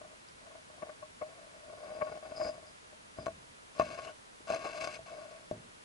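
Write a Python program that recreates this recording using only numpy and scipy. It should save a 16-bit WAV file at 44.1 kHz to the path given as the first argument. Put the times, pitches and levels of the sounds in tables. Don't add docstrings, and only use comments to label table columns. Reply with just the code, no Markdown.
import sys
import numpy as np
from scipy import signal
from scipy.fft import rfft, irfft
from scipy.io import wavfile

SR = 44100
rng = np.random.default_rng(int(sys.argv[2]) if len(sys.argv) > 2 else 0)


def unload_audio(sound):
    columns = np.transpose(np.atleast_2d(sound))
    steps = np.round(np.clip(columns, -1, 1) * 32767)
    wavfile.write(sys.argv[1], SR, steps.astype(np.int16))


N = 257544
TIME = np.arange(N) / SR


def housing(favoured_hz, favour_db):
    # f/Hz, bandwidth/Hz, level/dB, left minus right/dB, left phase lead/rad
    modes = [(90, 127, -21.0, -1, -0.1), (201, 123, -25.0, 2, 0.6), (343, 135, -18.0, 4, 1.1),
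             (497, 106, -19.5, 1, 0.7), (618, 22, 2.0, 3, 1.2), (654, 23, 1.5, 3, 0.7),
             (732, 33, -17.5, 3, 1.1), (806, 32, -25.0, 2, 1.0), (936, 58, -19.0, 9, 2.0),
             (1102, 34, -5.5, 6, 0.9), (1134, 36, -16.5, 6, 1.2), (1461, 67, -11.5, 4, 0.9),
             (1602, 58, -19.0, 0, 1.2), (1760, 44, -20.5, 6, 1.3), (2234, 79, -14.0, 7, 1.0),
             (2436, 83, -24.5, 6, 0.9), (2634, 169, -15.0, 1, -0.3), (3036, 128, -25.0, 2, 2.2),
             (3515, 225, -25.5, -5, -1.6), (4216, 328, -23.5, -3, -0.3), (4852, 166, -20.5, 5, -0.0),
             (5090, 238, -25.5, 4, -0.1), (6083, 382, -24.0, 0, 0.1), (6768, 132, -34.5, 0, -0.8),
             (7315, 195, -29.0, -1, -0.5), (8067, 155, -35.0, 0, -0.5), (8764, 241, -34.0, 0, -0.1)]
    t = TIME[:SR // 4]
    f = np.arange(len(t) // 2 + 1) * SR / len(t)
    sides = np.array([[1], [-1]]) / 2
    response = 0
    for hz, width, db, pan_db, lead in modes:
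        place_db = favour_db * np.exp(-(np.log(hz / favoured_hz) / 0.028) ** 2)
        mode = 1j * f * width / (hz ** 2 - f ** 2 + 1j * f * width)
        delay = np.exp(1j * sides * lead * f / hz)
        response = response + undb(db + place_db + sides * pan_db) * mode * delay
    reflections = rfft(rng.standard_normal((2, len(t))) * decay(t, t60_s=.025))
    treble = f ** 2 / (f ** 2 + 1500 ** 2)
    scatter = 1 + undb(-6) * reflections / np.std(reflections) * treble
    return np.roll(irfft(response * scatter, len(t)), SR // 2000, axis=1)


def knocks(crunch_s, wobble_t60_s, wobble_hz):
    blows = [(2.445, -41, 2500, 5, -11.5, 2250, 18), (3.186, -29.5, 410, -44, -19, 1090, 9),
             (3.260, -35, 3000, 26, -47, 2590, -10), (3.266, -23, 1390, -13, -34, 1074, 22),
             (3.2812, -28, 1080, -27, -27, 670, 3), (3.797, -11.5, 1260, -23, -34.5, 1117, 4),
             (4.405, -49.5, 400, -40, -26, 340, 32), (4.502, -20.5, 1370, -12, -32, 680, -7),
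             (4.537, -28, 1800, -8, -43, 654, 23), (4.546, -32, 3000, 5, -44, 6100, 6),
             (4.643, -35, 1500, -16, -35, 660, 23), (4.843, -30.5, 1980, -5.5, -36, 660, 4),
             (4.873, -27, 1975, -4, -32, 770, 3), (4.991, -40, 500, -38, -19, 654, 17),
             (5.512, -24.5, 346, -30, -22, 603, 15)]
    out, t = np.zeros((2, N)), TIME[:SR // 2]
    for s, db, hard_hz, crunch_db, wobble_db, favoured_hz, favour_db in blows:
        push = -t * np.exp(-2 * np.pi * hard_hz * t)
        crunch = slips(5400, 4.6, size=len(t)) * np.exp(-t / crunch_s)
        crunch = crunch - lowpass(crunch, 1500)
        force = push / np.abs(push.sum()) + undb(crunch_db) * crunch / np.linalg.norm(crunch)
        rumble = resonate(rng.standard_normal(len(t)), wobble_hz, width_hz=154)
        wobble = unit(lowpass(rumble, 500)) * decay(t, wobble_t60_s)
        impact = peak(ring(force, housing(favoured_hz, favour_db)))
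        add(out, s, undb(db) * (impact + undb(wobble_db) * wobble))
    return out


def nudges(shell, swell_s, chatter_hz, soft_hz, top_hz, scuff_db, gain_db):
    # t/s, relative peak level/dB
    touches = [(0.014, -38), (0.047, -42), (0.47, -45.5), (0.513, -46.5), (0.552, -42), (0.701, -45.5),
               (0.782, -46.5), (0.827, -28.5), (0.895, -35.5), (1.028, -34.5), (1.22, -27), (1.698, -42),
               (1.735, -40), (1.833, -37.5), (2.019, -21), (2.071, -30), (2.12, -31), (2.256, -35.5),
               (2.415, -23.5), (2.49, -36), (2.929, -45)]
    out, t = np.zeros((2, N)), TIME[:SR // 4]
    swell = np.exp(-(t / swell_s - 2) ** 2)
    chatter = unit(ring(swell * np.sin(2 * np.pi * chatter_hz * t), shell))
    for s, db in touches:
        scuff = slips(5000, 1.2, size=len(t)) * swell
        scuff = lowpass(lowpass(scuff, soft_hz), top_hz, order=3)
        scuff = scuff - lowpass(scuff, 140)
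        scuff = scuff - resonate(scuff, chatter_hz, width_hz=106)
        sound = chatter + undb(scuff_db) * unit(ring(scuff, shell))
        add(out, s - 2 * swell_s, undb(db + gain_db) * peak(sound))
    return out


def scraping(shells, body_hz, grit_hz, body_db, grit_db):
    body, grit = scrape_pressure()
    bunching = flutter(rate_hz=140, spread_db=2.55, limit=2)
    out = 0
    for shell in shells:
        touch = bunching * flutter(rate_hz=22.6, spread_db=3.1, limit=1.5)
        blunt = lowpass(slips(2200, 3.3) * touch, body_hz)
        blunt = blunt - .5 * lowpass(blunt, 280)
        sharp = highpass(slips(1500, 4.9) * touch, grit_hz, order=2)
        body_force = undb(body_db) * body * unit_drive(blunt, shell)
        grit_force = undb(grit_db) * grit * unit_drive(sharp, shell)
        out = out + ring(body_force + grit_force, shell)
    return out / np.sqrt(len(shells))


def scrape_pressure():
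    # t/s, duration/s, body level/dB, swell/(dB/s), grit level/dB
    scrapes = [(3.749, 0.051, -52.5, 100, -62), (3.785, 0.3216, -46, -13, -52.5),
               (4.469, .5, -43.5, -4, -53.5), (5.057, 0.35, -52, -25.5, -62)]
    # t/s, duration/s, body level change/dB, grit level change/dB
    catches = [(3.801, 0.017, 12, -5), (3.898, 0.015, 5, 0), (3.97, 0.024, 5.5, -1.5),
               (4.054, 0.048, 5.5, -13), (4.497, 0.053, 7.5, 5.5), (4.646, 0.022, 6, 3),
               (4.751, 0.033, 2.5, 6), (4.801, 0.049, 5.5, 9), (4.866, 0.0078, 5.5, 7), (4.903, .05, -6, 5),
               (4.966, 0.015, 1, -4), (5.059, 0.011, 5.5, 8.5), (5.163, 0.015, 6.5, -8)]
    body = grit = body_change_db = grit_change_db = 0
    for s, length, body_db, swell, grit_db in scrapes:
        pressure = stroke(s, length, 0, swell, attack_s=0.0023, release_s=0.0066)
        body = body + undb(body_db) * pressure
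        grit = grit + undb(grit_db) * pressure
    for s, length, body_db, grit_db in catches:
        bite = gate(s, length, attack_s=.004, release_s=.01)
        body_change_db = body_change_db + body_db * bite
        grit_change_db = grit_change_db + grit_db * bite
    return body * undb(body_change_db), grit * undb(grit_change_db)


def rubbing(shell, soft_hz, gain_db, fine_hz, fine_db):
    # t/s, duration/s, relative level/dB, swell/(dB/s)
    rubs = [(0.067, 0.067, -58, -50), (0.4, .19, -60.5, -2), (0.721, .09, -59.5, 0),
            (0.843, .08, -51.5, -80), (1.23, 0.35, -52.5, -26), (1.532, 0.21, -59.5, 37),
            (1.766, 0.41, -48.5, 6.5), (2.212, 0.24, -49.5, 26), (2.391, .1, -37.5, -17),
            (2.523, 0.19, -47.5, -93), (3.159, 0.069, -53.5, 0), (5.112, 0.34, -49, -41)]
    pressure = np.max([stroke(*rub, attack_s=0.0092, release_s=0.0093) for rub in rubs], axis=0)
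    blunt = lowpass(lowpass(slips(700, 4.6), soft_hz), 2550, order=2)
    fine = resonate(slips(400, 5.4), fine_hz, width_hz=400)
    force = unit_drive(blunt, shell) + undb(fine_db) * unit_drive(fine, shell)
    force = force - 0.25 * lowpass(force, 310)
    return ring(force * pressure * undb(gain_db), shell)


def squeaks(shell, width_hz, gain_db, sheen_db):
    # t/s, duration/s, relative level/dB, swell/(dB/s), starting f/Hz, glide/(Hz/s)
    squeals = [(2.357, 0.13, -50.5, 20, 4986, -300), (2.652, 0.038, -63, 40, 5030, -2500),
               (3.171, 0.071, -61.5, -40, 4910, 402), (4.029, .058, -52.5, -4, 2730, 2802),
               (4.915, 0.0385, -53, 0, 2495, 1500)]
    pressure, hz = 0, 0
    for s, length, db, swell, pitch_hz, glide in squeals:
        pressure = pressure + stroke(s, length, db, swell, attack_s=0.01, release_s=0.021)
        hz = np.where(TIME >= s, pitch_hz + glide * np.minimum(TIME - s, length), hz)
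    chatter = lowpass(slips(3000, 5.9) + 1j * slips(3000, 2.9), width_hz / 2, order=2)
    carrier = np.exp(2j * np.pi * np.cumsum(hz) / SR)
    tone = unit(np.real(chatter * carrier))
    sheen = unit(ring(highpass(slips(1500, 2.7), 5500, order=4), shell))
    return pressure * undb(gain_db) * (tone + undb(sheen_db) * sheen)


def tick(start_s, hz, db, decay_s):
    age = np.maximum(TIME - start_s, 0)
    return undb(db) * np.sin(2 * np.pi * hz * age) * np.exp(-age / decay_s)


def water_flow(shell, db):
    return undb(db) * unit(ring(lowpass(rng.standard_normal(N), 1500), shell))


def microphone_hiss(mid_db, side_db):
    # f/Hz, relative spectral level/dB
    mid_spectrum = [(15, -30), (25, -1), (223, -6), (362, -11), (433, -7.5), (619, -10.5), (759, -13),
                    (979, -10), (1060, -12), (2210, -13.5), (11000, -19.5), (14300, -89), (22000, -120)]
    # f/Hz, relative spectral level/dB
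    side_spectrum = [(15, -41), (25, -6), (101, -23), (138, -13.5), (247, -11), (444, -8), (603, -6),
                     (651, -15), (703, -8.5), (1300, -8.5), (11000, -29.5), (14300, -54), (22000, -120)]
    mid = coloured_noise(mid_spectrum, mid_db)
    side = coloured_noise(side_spectrum, side_db)
    return np.array([mid + side, mid - side])


def coloured_noise(spectrum, db):
    hz, level_db = np.transpose(spectrum)
    f = np.arange(N // 2 + 1) * SR / N
    colour = undb(np.interp(np.log(f + 1), np.log(hz), level_db))
    return undb(db) * unit(irfft(rfft(rng.standard_normal(N)) * colour, N))


def slips(per_s, spread_db, size=N):
    slipping = rng.random(size) < per_s / SR
    strength = undb(spread_db * np.clip(rng.standard_normal(size), -2, 2))
    direction = rng.choice([-1, 1], size)
    return slipping * direction * strength


def flutter(rate_hz, spread_db, limit):
    drift = unit(lowpass(rng.standard_normal(N), rate_hz, order=2))
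    return undb(spread_db * np.clip(drift, -limit, limit))


def stroke(start_s, length_s, db, swell_db_per_s, attack_s, release_s):
    level_db = db + swell_db_per_s * np.clip(TIME - start_s, 0, length_s)
    return gate(start_s, length_s, attack_s, release_s) * undb(level_db)


def gate(start_s, length_s, attack_s, release_s):
    age = TIME - start_s
    return np.clip(age / attack_s, 0, 1) * np.exp(-np.clip((age - length_s) / release_s, 0, 20))


def decay(t, t60_s):
    return np.exp(-np.log(1000) * t / t60_s)


def ring(force, shell):
    return signal.fftconvolve(force[None], shell, axes=1)[:, :len(force)]


def resonate(x, hz, width_hz):
    return signal.lfilter(*signal.iirpeak(hz, hz / width_hz, fs=SR), x)


def lowpass(x, hz, order=1):
    return signal.sosfilt(signal.butter(order, min(hz, .45 * SR), fs=SR, output="sos"), x)


def highpass(x, hz, order):
    return signal.sosfilt(signal.butter(order, hz, "high", fs=SR, output="sos"), x)


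def unit_drive(force, shell):
    return force / np.std(ring(force, shell))


def unit(x):
    return x / np.sqrt(np.mean(x ** 2))


def peak(x):
    return x / np.abs(x.mean(axis=0)).max()


def undb(db):
    return 10 ** (np.asarray(db) / 20)


def add(out, s, sound):
    start = max(int(s * SR), 0)
    out[:, start:start + sound.shape[1]] += sound[:, :N - start]


def scene():
    rubbed = housing(favoured_hz=603.0, favour_db=9)
    scraped = [housing(hz, db) for hz, db in [(690, 11), (1110, 9.4), (1610, 12.3), (2230, 2.1)]]
    contacts = (knocks(crunch_s=0.0018, wobble_t60_s=0.59, wobble_hz=109.0)
                + nudges(rubbed, swell_s=.007, chatter_hz=614.3, soft_hz=1490, top_hz=1840,
                         scuff_db=-3.5, gain_db=-3)
                + rubbing(rubbed, soft_hz=700, gain_db=1.5, fine_hz=4870, fine_db=-22.5)
                + scraping(scraped, body_hz=1040, grit_hz=1620, body_db=1.5, grit_db=3.0))
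    background = water_flow(rubbed, db=-74.5) + microphone_hiss(mid_db=-60, side_db=-56.5)
    tight_spot = (squeaks(rubbed, width_hz=300, gain_db=-1.5, sheen_db=-10)
                  + tick(start_s=.2865, hz=4940, db=-44.5, decay_s=0.0015))
    pan_left = undb([[2], [-2]])
    return contacts + tight_spot * pan_left + background


def record(dry):
    thinned = dry - lowpass(dry, 49)
    rounded = np.tanh(2.7 * thinned) / 2.7
    return signal.sosfilt(signal.ellip(12, .2, 70, 11050, fs=SR, output="sos"), rounded)


dry = scene()
out = record(dry)
unload_audio(out)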